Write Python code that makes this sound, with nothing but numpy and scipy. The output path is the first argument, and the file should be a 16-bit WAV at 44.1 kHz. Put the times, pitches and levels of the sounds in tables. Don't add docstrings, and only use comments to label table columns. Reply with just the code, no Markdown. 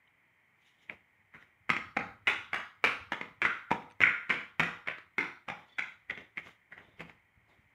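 import sys
import numpy as np
from scipy import signal
from scipy.fft import rfft, irfft
from scipy.io import wavfile
from scipy.ndimage import uniform_filter1d, map_coordinates

SR = 44100
rng = np.random.default_rng(int(sys.argv[2]) if len(sys.argv) > 2 else 0)


def transcribe(u):
    v = np.clip(np.atleast_2d(u).T, -1, 1)
    q = np.round(v * 32767).astype(np.int16)
    wavfile.write(sys.argv[1], SR, q)


N = 341334

# frequency in Hz, boost in dB.
FLAME_COLOUR = [(30, -12), (100, 15), (250, 6.5), (500, 1), (870, 5.5), (1100, 3.5), (1700, -1.5),
                (1900, 6), (2400, 4), (2650, -4.5), (2950, -1), (3150, 6), (3400, -9), (5000, -6)]
# time in seconds, level in dB.
DRAUGHT_LEVELS = [(0, -89.5), (.56, -90), (.88, -84), (1.3, -81.5), (1.8, -76), (2.2, -71.5), (2.8, -79),
                  (3.05, -68.5), (3.21, -81), (3.49, -76.5), (3.77, -82.5), (4.3, -81), (4.76, -74.5),
                  (4.94, -83), (5.6, -84.5), (6.0, -77), (6.53, -84), (7.0, -78), (7.2, -79), (7.74, -77.5)]
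# start in seconds, level in dB, pitch in Hz.
BANGLE_TICKS = [(.075, -67.5, 3020), (.078, -66.5, 3730), (3.9015, -49.5, 10100), (3.911, -48, 8500),
                (3.921, -54, 6120), (3.921, -63, 4500)]
# pitch in Hz, relative level in dB, flutters per second.
BANGLE_TONES = [(1950, -14, 12), (3450, -0.5, 38), (4440, -9, 40), (6320, -16, 35)]
# start and end in seconds, level it grows to in dB, pitch multiplier.
BANGLE_RUBS = [(5.637, 5.776, -68, 1.005), (6.813, 6.985, -80.5, 1.03)]
# time of the peak in seconds, rustle gain in dB, drag gain in dB,
# seconds to swell by 20 dB, seconds to fade by 20 dB.
DOUGH_STROKES = [(0.635, -77, -69, .09, 0.35), (0.831, -78.5, -59, .09, .08), (.906, -80, -46, .02, .09),
                 (1.348, -78.5, -54.5, .025, 0.22), (1.426, -81.5, -63, .06, .06),
                 (5.59, -82, -56, .05, 0.15), (5.716, -78, -58, .1, 0.079), (6.112, -80, -41.5, .02, .06),
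                 (6.175, -81.5, -48.5, .02, 0.14), (6.385, -73, -46, .02, 0.043),
                 (6.475, -71, -51.5, .12, .11), (6.727, -89.5, -51.5, .05, 0.18),
                 (6.78, -88.5, -60, .02, 0.2), (6.9, -92.5, -70.5, .2, .4), (7.013, -69, -41, .02, 0.025),
                 (7.098, -80, -55.5, .3, 0.13), (7.422, -92.5, -66, .04, 0.083),
                 (7.495, -79.5, -54.5, .04, 0.29)]
# pitch in Hz, level in dB, seconds to fade by 60 dB.
ROOM_NOTES = [(98, -60, .45), (167.9, -54, 0.38), (281, -55.5, 0.45), (350, -57, 0.51), (487, -56, 0.59),
              (847, -61, .45), (1266, -54, 0.57), (1307, -57.5, .5), (1405, -54.5, 0.65), (1540, -58, 0.45),
              (1935, -60, .5), (3470, -65.5, .5)]
# frequency in Hz, seconds to fade by 60 dB.
ECHO_TIMES = [(60, 0.27), (160, .54), (420, 0.39), (1400, 0.56), (2300, 0.39), (3500, 0.55), (7700, 0.49),
              (11500, 0.52), (13500, 0.28), (15000, 0.2)]
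# start in seconds, thump in dB, air pocket in dB,
# air pocket pitch in Hz, snap pitch in Hz, crack in dB, echo in dB, rise time in milliseconds.
DOUGH_LANDINGS = [(.897, -16.5, -37.5, 910, 2200, -45.5, -9.5, 1.3),
                  (1.340, -15.5, -12, 1480, 2090, -32.5, 3.5, 1.5),
                  (1.694, -25, -12, 1203, 2166, -28, -3, 0.57),
                  (1.966, -14.5, -5, 814, 2330, -31.5, -3.5, 1.15),
                  (2.271, -30, -13, 1486, 2626, -29.5, 3.5, 0.34),
                  (2.531, -15, -14, 1650, 1900, -27.5, 2, 1.05),
                  (2.840, -38, -21.5, 1370, 2464, -33.5, -0.5, .2),
                  (3.120, -10.5, -7, 1287, 1760, -24.5, -2.5, 1),
                  (3.418, -23.5, -18.5, 1550, 2524, -34, 1.5, .4),
                  (3.451, -36.5, -9.5, 1389, 2060, -35, -1, .6),
                  (3.708, -16.5, -4.5, 952, 2190, -28.5, -6, 1.55),
                  (4.006, -22.5, -18, 960, 2110, -31, 4, .4),
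                  (4.034, -60.5, -16.5, 1484, 2075, -55.5, 1.5, .4),
                  (4.294, -21, -16, 1533, 2220, -29.5, 1, 1.55),
                  (4.596, -18.5, -11.5, 1200, 2443, -28.5, -0.5, 0.35),
                  (4.863, -22.5, -12, 620, 2266, -33.5, -1.5, 1.5),
                  (5.182, -26, -13, 1560, 2220, -31, 2, 0.73),
                  (5.481, -18, -6.5, 830, 2126, -31, -2.5, 1.4),
                  (5.786, -25, -14, 1447, 2270, -30, -0.5, 1.33),
                  (6.101, -35.5, -25, 1508, 1873, -35, -7, 2.1),
                  (6.174, -15, -3.5, 400, 2180, -27.5, 0, .9),
                  (6.373, -16.5, -35, 1010, 2084, -37, -6, 0.91),
                  (6.724, -25, -19, 1410, 1963, -32.5, 1.5, 2.06),
                  (6.779, -22.5, -2.5, 520, 1983, -32.5, 0.5, 1),
                  (6.996, -9, -20.5, 1545, 2130, -31, -1, 1.06)]
EDGE_FLAP = (-15, -15, 1202.5, 2045.5, -28, -5, 0.82)
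# time in seconds, gain in dB.
HAND_CONTACTS = [(0.8977, -22.5), (0.924, -40), (1.107, -54.5), (1.3398, -48), (1.347, -43.5),
                 (1.3584, -54), (1.4252, -48), (1.6944, -20.5), (1.702, -13.5), (1.7663, -22.5),
                 (1.9672, -25), (1.971, -17), (2.0075, -36), (2.2717, -16), (2.2793, -14), (2.5323, -23.5),
                 (2.5445, -21), (2.841, -4.5), (2.8466, -13.5), (2.8485, -11), (2.8715, -17),
                 (3.1211, -23.5), (3.1335, -29), (3.1534, -43), (3.2129, -27), (3.2584, -42.5),
                 (3.4186, -14), (3.4269, -20.5), (3.4516, -12), (3.4603, -22.5), (3.708, -28.5),
                 (3.715, -16.5), (3.7276, -28), (3.823, -42), (4.0053, -19.5), (4.0154, -16.5), (4.036, -7),
                 (4.2961, -23.5), (4.3026, -20), (4.307, -21.5), (4.342, -27.5), (4.4075, -37),
                 (4.5968, -13.5), (4.6027, -14.5), (4.634, -29), (4.8628, -41), (4.8749, -23), (4.885, -21),
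                 (4.9842, -34.5), (5.1827, -17), (5.245, -31.5), (5.4823, -34), (5.4867, -23.5),
                 (5.5008, -24.5), (5.7856, -22), (5.7933, -21.5), (6.1, -25.5), (6.1089, -24.5),
                 (6.176, -35), (6.3731, -27.5), (6.3792, -23), (6.4619, -40), (6.471, -41.5), (6.7231, -40),
                 (6.779, -39.5), (6.996, -37), (7.0064, -30.5), (7.0968, -38)]
# frequency in Hz, boost in dB.
MIC_COLOUR = [(25, -33.5), (60, -19.5), (170, -12), (600, -12.5), (1300, -9), (1800, -3.5), (2150, -1),
              (2500, -7), (3000, -14.5), (3600, -20), (4200, -30), (7200, -36.5), (7800, -42), (12500, -50),
              (13700, -56), (15000, -49)]
CIRCUIT_COLOUR = [(3500, 5.5), (4800, -2), (7000, 0), (13500, -2.5), (15000, 2.5)]
RUMBLE_COLOUR = [(25, -9), (50, -3.5), (100, 1), (150, -18.5), (400, -60)]
RUSTLE_COLOUR = [(1500, -17), (3000, 10), (5000, 11), (12000, 23)]
DRAG_COLOUR = [(100, -7), (600, -9), (2000, -19.5), (3500, -20), (5000, -19.5)]


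def amp(db):
    return 10 ** (np.asarray(db) / 20)


def unit(x):
    return x / np.sqrt(np.mean(x ** 2) + 1e-20)


def value_at(points, hz):
    freqs, values = np.transpose(points)
    return np.interp(np.log(hz + 1), np.log(freqs + 1), values)


def wobble(rate):
    points = rng.standard_normal(int(N * rate / SR) + 4)
    return map_coordinates(points, [np.arange(N) * rate / SR])


def pulse(colour, size=4096):
    gains = amp(value_at(colour, np.fft.rfftfreq(size, 1 / SR)))
    cepstrum = irfft(np.log(gains), size)
    cepstrum[1:size // 2] *= 2
    cepstrum[size // 2 + 1:] = 0
    return irfft(np.exp(rfft(cepstrum)), size)[:size // 2]


def noise(colour):
    return signal.fftconvolve(rng.standard_normal(N), pulse(colour))[:N]


def flame(gain_db=-74.5):
    flutter_db = .54 * wobble(2) + .41 * wobble(6.7)
    return amp(gain_db + flutter_db) * noise(FLAME_COLOUR)


def draught():
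    times, levels = np.transpose(DRAUGHT_LEVELS)
    level_db = np.interp(np.arange(N) / SR, times, levels, left=-200, right=-200)
    lumps_db = 2 * wobble(6)
    return amp(level_db + lumps_db) * unit(noise(RUMBLE_COLOUR))


def bangles(tick_s=.018, edge_s=.03, growth_db=6):
    out, t = np.zeros(N), np.arange(SR // 20) / SR
    for start, db, hz in BANGLE_TICKS:
        fuzz = 1 + .5 * rng.standard_normal(len(t))
        tick = amp(db - 60 * t / tick_s) * fuzz * np.sin(2 * np.pi * hz * t)
        out[round(start * SR):][:len(t)] += tick
    clock = np.arange(N) / SR
    for start, end, end_db, pitch in BANGLE_RUBS:
        edges = np.clip(np.minimum(clock - start, end - clock) / edge_s + .5, 0, 1)
        remaining = np.clip((end - clock) / (end - start), 0, 1)
        swell = edges * amp(end_db - growth_db * remaining)
        for hz, db, rate in BANGLE_TONES:
            flutter = .4 + wobble(3 * rate)
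            tone = np.sin(2 * np.pi * hz * pitch * clock + 1.8 * wobble(rate))
            out += swell * amp(db) * flutter * tone
    return out


def dough_slides():
    rustle, drag = np.zeros(N), np.zeros(N)
    t = np.arange(-SR // 2, SR) / SR
    for peak, rustle_db, drag_db, swell, fade in DOUGH_STROKES:
        first = round((peak - .5) * SR)
        from_peak = np.where(t < 0, -t / swell, t / fade)
        stroke = amp(-20 * from_peak ** 1.32)[:N - first]
        rustle[first:][:len(t)] += amp(rustle_db) * stroke
        drag[first:][:len(t)] += amp(drag_db) * stroke
    grain = unit(amp(1.5 * wobble(60) + .6 * wobble(12)))
    return grain * (rustle * noise(RUSTLE_COLOUR) + drag * noise(DRAG_COLOUR))


def standing_waves():
    t = np.arange(int(SR * .6)) / SR
    return np.array([amp(db - 60 * t / fade) * np.sin(2 * np.pi * hz * t)
                     for hz, db, fade in ROOM_NOTES])


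def kitchen_echo(waves):
    t = np.arange(waves.shape[1]) / SR
    hz, times, bands = signal.stft(rng.standard_normal(len(t)), SR, nperseg=256)
    fades = amp(-60 * times / value_at(ECHO_TIMES, hz)[:, None])
    tail = signal.istft(bands * fades, SR, nperseg=256)[1][:len(t)]
    clumps = map_coordinates(rng.standard_normal(200), [t * 250])
    tail *= amp(4.86 * clumps * np.exp(-t / .045))
    ringing = rng.standard_normal(len(waves)) @ waves
    build_up = 1 - np.exp(-(t / .00065) ** 2)
    return (tail / np.linalg.norm(tail) + ringing) * build_up


def push_colour(thump_db, pocket_db, pocket_hz, snap_hz, crack_db):
    thump = [(50, thump_db + 17.5), (200, thump_db + 24.5)]
    pocket = [(pocket_hz * .5, (thump_db + pocket_db) / 2 + 15), (pocket_hz * .89, pocket_db + 13.5),
              (pocket_hz, pocket_db + 20), (pocket_hz * 1.103, pocket_db / 2 + 6.5)]
    snap = [(snap_hz * .85, -3), (snap_hz, 5), (snap_hz * 1.23, -2)]
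    crack = [(3400, .35 * crack_db + 9), (6000, crack_db + 21)]
    return sorted(thump + pocket + snap + crack)


def dough_slaps(lead_s=.006, flap_after_s=.045, flatten_ms=3.4):
    out = np.zeros(N + SR)
    t = np.arange(SR // 25) / SR - lead_s
    waves = standing_waves()
    for time, db in HAND_CONTACTS:
        landed, *tone = [row for row in DOUGH_LANDINGS if row[0] < time + lead_s][-1]
        if time - landed > flap_after_s:
            tone = EDGE_FLAP
        *body, crack_db, echo_db, rise_ms = tone
        shape = np.exp(-1000 * np.where(t < 0, -t / max(rise_ms, .1), t / flatten_ms))
        patter = rng.standard_normal(len(t)) * shape
        patter /= np.linalg.norm(patter)
        push = amp(-10.5 + 6 * rise_ms) * patter
        push[round(lead_s * SR)] = 1
        slap = signal.fftconvolve(push, pulse(push_colour(*body, crack_db)))
        slap += signal.fftconvolve(patter, pulse([(2000, crack_db + 25), (4500, crack_db + 31)]))
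        echo = amp(echo_db) * signal.fftconvolve(slap, kitchen_echo(waves))
        for part in (slap, echo):
            out[round((time - lead_s) * SR):][:len(part)] += amp(db) * part
    return out[:N]


def scene():
    return (dough_slaps() + dough_slides() + bangles() + flame() + draught())[None]


def noise_suppressor(x, depth_db=-12, shared=.4, hold=.86):
    bands = signal.stft(x, nperseg=512)[2]
    power = uniform_filter1d(abs(bands) ** 2, size=9, axis=0)
    power = uniform_filter1d(power, size=3, axis=1)
    quiet = 3.5 * np.percentile(power, 15, axis=1, keepdims=True)
    band_open = np.clip(1 - quiet / (power + 1e-20), 0, 1)
    all_open = np.clip(1 - quiet.sum() / (power.sum(0) + 1e-20), 0, 1)
    gain = amp(depth_db) + (1 - amp(depth_db)) * np.maximum(band_open, shared * all_open)
    gain = np.maximum(gain, signal.lfilter([1 - hold], [1, -hold], gain, axis=1))
    gain = uniform_filter1d(gain, size=3, axis=1)
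    return signal.istft(bands * gain, nperseg=512)[1][:N]


def record(dry):
    heard = amp(27.5) * signal.fftconvolve(dry[0], pulse(MIC_COLOUR))[:N]
    hiss = amp(-75.5) * noise(CIRCUIT_COLOUR)
    cleaned = noise_suppressor(heard + hiss)
    passband = np.fft.rfftfreq(N, 1 / SR) < 15600
    return irfft(rfft(cleaned) * passband, N)[None]


dry = scene()
out = record(dry)
transcribe(out)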